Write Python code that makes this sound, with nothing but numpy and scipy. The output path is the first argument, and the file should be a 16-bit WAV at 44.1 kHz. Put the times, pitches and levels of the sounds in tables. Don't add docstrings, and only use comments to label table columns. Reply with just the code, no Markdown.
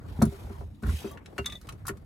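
import sys
import numpy as np
from scipy import signal
from scipy.fft import rfft, irfft, next_fast_len
from scipy.io import wavfile
from scipy.ndimage import uniform_filter1d

SR = 44100
rng = np.random.default_rng(int(sys.argv[2]) if len(sys.argv) > 2 else 0)


def put_to_file(sound):
    columns = np.atleast_2d(sound).T
    safe = np.clip(columns, -1, 1)
    whole_steps = np.round(safe * 32767)
    wavfile.write(sys.argv[1], SR, whole_steps.astype(np.int16))


N = 90405
TIME_S = np.arange(N) / SR


def gain_of(db):
    return 10 ** (np.asarray(db) / 20)


def evened(x):
    return x / np.sqrt(np.mean(x ** 2) + 1e-20)


def read(points, hz):
    f, value = np.transpose(points)
    return np.interp(np.log(hz + 1), np.log(f + 1), value)


def banded(points, hz, skirt_db=30):
    octaves = np.log2(hz + 1)
    below = np.maximum(np.log2(points[0][0]) - octaves, 0)
    above = np.maximum(octaves - np.log2(points[-1][0]), 0)
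    return gain_of(read(points, hz) - skirt_db * (below + above))


def add(mix, start_s, sound):
    part = mix[round(start_s * SR):][:len(sound)]
    part += sound[:len(part)]


def ring(modes, extra_db, rise_cycles):
    t = np.arange(SR // 3) / SR
    hz, db, t60 = np.transpose(modes)[:, :, None]
    swell = np.minimum(t * hz / rise_cycles, 1)
    decay = gain_of(db + extra_db - 60 * t / t60)
    return (swell * decay * np.sin(2 * np.pi * hz * t)).sum(0)


def rustle(spectrum, level_db, size, patchy_db, flicker_db):
    # (frequency [Hz], correlation)
    likeness = [(150, 0.91), (800, 0.1), (5000, 0.022), (7000, 1)]
    frames, hz = 4 * N // size + 5, np.fft.rfftfreq(size, 1 / SR)
    a, b, c, d, patches = rng.standard_normal((frames, len(hz), 5)).T
    patches = uniform_filter1d(patches, size=5, axis=0)
    patches = evened(uniform_filter1d(patches, size=24, axis=1))
    flicker = evened(uniform_filter1d(rng.standard_normal(frames), size=3))
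    same = np.clip(read(likeness, hz), -1, 1)[:, None]
    left = a + 1j * b
    right = same * left + np.sqrt(1 - same ** 2) * (c + 1j * d)
    unevenness = gain_of(patchy_db * patches + flicker_db * flicker)
    spectra = np.array([left, right]) * banded(spectrum, hz)[:, None] * unevenness
    noise = signal.istft(spectra, nperseg=size, noverlap=size * 3 // 4)[1][:, :N]
    return gain_of(level_db) * evened(noise)


def hand_and_sleeve(treble_db, middle_db):
    # (frequency [Hz], relative level [dB])
    treble = [(1800, 3), (3800, 2), (6100, -5), (12500, -5.5), (15300, -13)]
    # (frequency [Hz], relative level [dB])
    middle = [(250, 4), (800, -3.5), (1400, -10), (2200, -20)]
    return (rustle(treble, treble_db, size=512, patchy_db=2.0, flicker_db=1.77)
            + rustle(middle, middle_db, size=512, patchy_db=2.5, flicker_db=2.5))


def cabin_rumble(middle_db):
    # (frequency [Hz], relative level [dB])
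    bass = [(30, -4.5), (78, -1), (150, -11), (330, -24.5)]
    level_db = -44.5 + 0.33 * (middle_db + 59)
    return rustle(bass, level_db, size=2048, patchy_db=3.5, flicker_db=1.1)


def column_knocks():
    # (time [s], level [dB], favoured pitch [Hz])
    blows = [(0.19, -22, 146), (0.217, -17, 632), (0.2232, -9, 183), (0.264, -19, 137), (0.322, -38, 440),
             (0.446, -30, 74.6), (0.501, -35, 290), (0.609, -39.5, 580), (0.829, -30, 238),
             (0.843, -17.5, 63), (0.876, -11.5, 64), (0.925, -19.5, 73), (1.045, -26.5, 326),
             (1.386, -27, 482), (1.394, -25.5, 91), (1.8952, -30, 337), (1.919, -31.5, 81)]
    # (frequency [Hz], level [dB], t60 [s])
    column = [(75.1, 5, 0.16), (113.1, 7, 0.08), (149.6, 6, 0.079), (214.6, 8, 0.071), (331, -1, 0.084),
              (395.9, 2.5, 0.11), (556, 3.5, 0.032), (684, -1.5, 0.063), (946, 4, 0.032),
              (1305, 6.5, 0.019)]
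    blow_db_per_octave, rise_cycles = 11.5, 0.788
    out, hz = np.zeros(N), np.array(column)[:, :1]
    for s, db, pitch_hz in blows:
        favour_db = -blow_db_per_octave * abs(np.log2(hz / pitch_hz))
        add(out, s, ring(column, db + favour_db, rise_cycles))
    return out


def lock_clicks():
    # (time [s], metal level [dB], plastic level [dB], metal tilt about 6 kHz [dB per octave])
    events = [(0.2193, -22.5, -28.5, 4), (0.2514, -35.5, -46, 9.5), (0.8225, -48, -50.5, 5.5),
              (0.8327, -39.5, -35.5, -4), (0.8643, -46, -44, 12), (0.889, -63, -36.5, -10),
              (1.1116, -39.5, -65, 16), (1.172, -41, -50, -10), (1.2579, -40.5, -74, -3),
              (1.3791, -29, -37.5, -4), (1.3851, -31, -36, -6.5), (1.442, -40, -70, -13),
              (1.4571, -25, -43, 0.5), (1.4962, -40.5, -68, -3), (1.5215, -34.5, -62, -3.5),
              (1.6118, -46.5, -57, 5.5), (1.6684, -46, -77, -1), (1.6874, -32, -43, -2),
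              (1.721, -43, -55.5, -0.5), (1.8528, -46.5, -40, 1), (1.8662, -30, -48, 7.5),
              (1.8799, -21.5, -33.5, 6), (1.8901, -32, -35, -18), (1.9694, -48.5, -66, 3)]
    # (frequency [Hz], relative level [dB])
    metal = [(1800, 1), (3600, -3), (7300, -6.5), (10000, -6), (15500, -19.5)]
    plastic = (1188, 1428)
    plastic_width_hz, plastic_t60_s, metal_t60_s = 230, 0.059, 0.025
    rattle_db, ringy_db = 3, 2
    size = 4096
    out, t, hz = np.zeros(N), np.arange(size) / SR, np.fft.rfftfreq(size, 1 / SR)
    dull = sum(1 / (1 + ((hz - f) / plastic_width_hz) ** 2) for f in plastic)
    for s, metal_db, plastic_db, tilt_db in events:
        metal_noise, plastic_noise, rattle, ripple = rng.standard_normal((4, size))
        ripple = evened(uniform_filter1d(ripple, size=30))[:len(hz)]
        colour = banded(metal, hz) * gain_of(tilt_db * np.log2((hz + 1) / 6000) + ringy_db * ripple)
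        rattle = gain_of(rattle_db * evened(uniform_filter1d(rattle, size=40)))
        bright = evened(evened(irfft(rfft(metal_noise) * colour)) * rattle)
        bright = bright * gain_of(metal_db - 60 * t / metal_t60_s)
        tap = evened(irfft(rfft(plastic_noise) * dull)) * gain_of(plastic_db - 60 * t / plastic_t60_s)
        add(out, s, np.minimum(t / 0.0027, 1) ** 2 * bright + np.minimum(t / 0.0015, 1) * tap)
    return out


def key_rasp():
    blade = (2580, 3200, 3820, 6080)
    slide_s = (.88, .98, 1.09, 1.152)
    t60_s, level_db, slips_per_s = 0.04, -56, 600
    shape = (len(blade), N)
    slips = (rng.random(shape) < slips_per_s / SR) * rng.standard_normal(shape) ** 3
    t = np.arange(2048) / SR
    rings = gain_of(-60 * t / t60_s) * np.sin(2 * np.pi * np.array(blade)[:, None] * t)
    sound = evened(signal.oaconvolve(slips, rings, axes=1)[:, :N].sum(0))
    return gain_of(level_db) * np.interp(TIME_S, slide_s, [0, 1, 1, 0]) * sound


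def blade_pings():
    # (time [s], frequency [Hz], level [dB], t60 [s])
    pings = [(1.108, 1145, -46, 0.18), (1.3862, 2775, -32, 0.088)]
    out = np.zeros(N)
    for s, *mode in pings:
        add(out, s, ring([mode], 0, rise_cycles=5.5))
    return out


def clip_chinks():
    # (time [s], level [dB])
    strikes = [(1.444, -47.5), (1.4595, -26), (1.4985, -39.5), (1.5213, -36.5), (1.5527, -38)]
    clip = [(1196, -19, 0.34), (1976, -15.5, 0.11), (3531, 1, 0.077), (3780, 1, 0.039), (6300, -0.5, 0.022)]
    soft_dulling = 0.83
    caught_s, damping_db_per_s = 1.575, 900
    out = np.zeros(N)
    octaves_up = np.maximum(np.log2(np.array(clip)[:, :1] / clip[2][0]), 0)
    hardest_db = max(db for _, db in strikes)
    for s, db in strikes:
        dulling_db = soft_dulling * (hardest_db - db) * octaves_up
        add(out, s, ring(clip, db - dulling_db, rise_cycles=10.0))
    return out * gain_of(-damping_db_per_s * np.maximum(TIME_S - caught_s, 0))


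def cabin(x):
    t60_s, low_cut_hz = 0.07, 420
    t = np.arange(SR // 4) / SR
    signs = rng.choice([-1., 1.], (2, len(t)))
    sparse = rng.random((2, len(t))) < 0.05
    taps = signs * sparse * gain_of(-60 * t / t60_s) * (t > 0.002)
    taps[1] -= 0.35 * taps[0]
    taps = signal.sosfilt(signal.butter(2, low_cut_hz, "high", fs=SR, output="sos"), taps)
    return signal.fftconvolve(x[None], taps / np.linalg.norm(taps[0]), axes=1)[:, :N]


def scene():
    # (time [s], treble level [dB], middle level [dB])
    rubbing = [(0, -74.5, -55.5), (.1, -62, -51), (.35, -57.5, -54), (.53, -62, -49), (0.62, -63.5, -51),
               (.67, -73.5, -60.5), (0.818, -71.5, -66.5), (0.867, -52, -41.5), (.94, -46.5, -54.5),
               (1.098, -55, -45.5), (1.2, -76.5, -56.5), (1.554, -58, -53), (1.593, -69, -69),
               (1.65, -64, -50.5), (1.78, -73, -57.5), (2.05, -73.5, -60)]
    s, treble_db, middle_db = np.transpose(rubbing)
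    treble_db, middle_db = (np.interp(TIME_S, s, db) for db in (treble_db, middle_db))
    rub = hand_and_sleeve(treble_db, middle_db) + cabin_rumble(middle_db)
    hits = column_knocks() + lock_clicks()
    metal = key_rasp() + blade_pings() + clip_chinks()
    tail = gain_of(-0.5) * cabin(hits + metal / 2)
    return rub + hits + metal + tail


def record(dry):
    # (frequency [Hz], left minus right [dB])
    lean = [(60, -2), (300, 2), (1500, 3.5), (4500, -0.5)]
    low_cut_hz, edge_hz = 50.3, 16200
    size = next_fast_len(N + 4096)
    half = gain_of(read(lean, np.fft.rfftfreq(size, 1 / SR)) / 2)
    ports = irfft(rfft(dry, size) * np.array([half, 1 / half]), size)[:, :N]
    ports = signal.sosfilt(signal.butter(2, low_cut_hz, "high", fs=SR, output="sos"), ports)
    band_limit = signal.firwin(255, edge_hz, window=("kaiser", 9), fs=SR)
    return signal.oaconvolve(ports, band_limit[None], "same")


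dry = scene()
out = record(dry)
put_to_file(out)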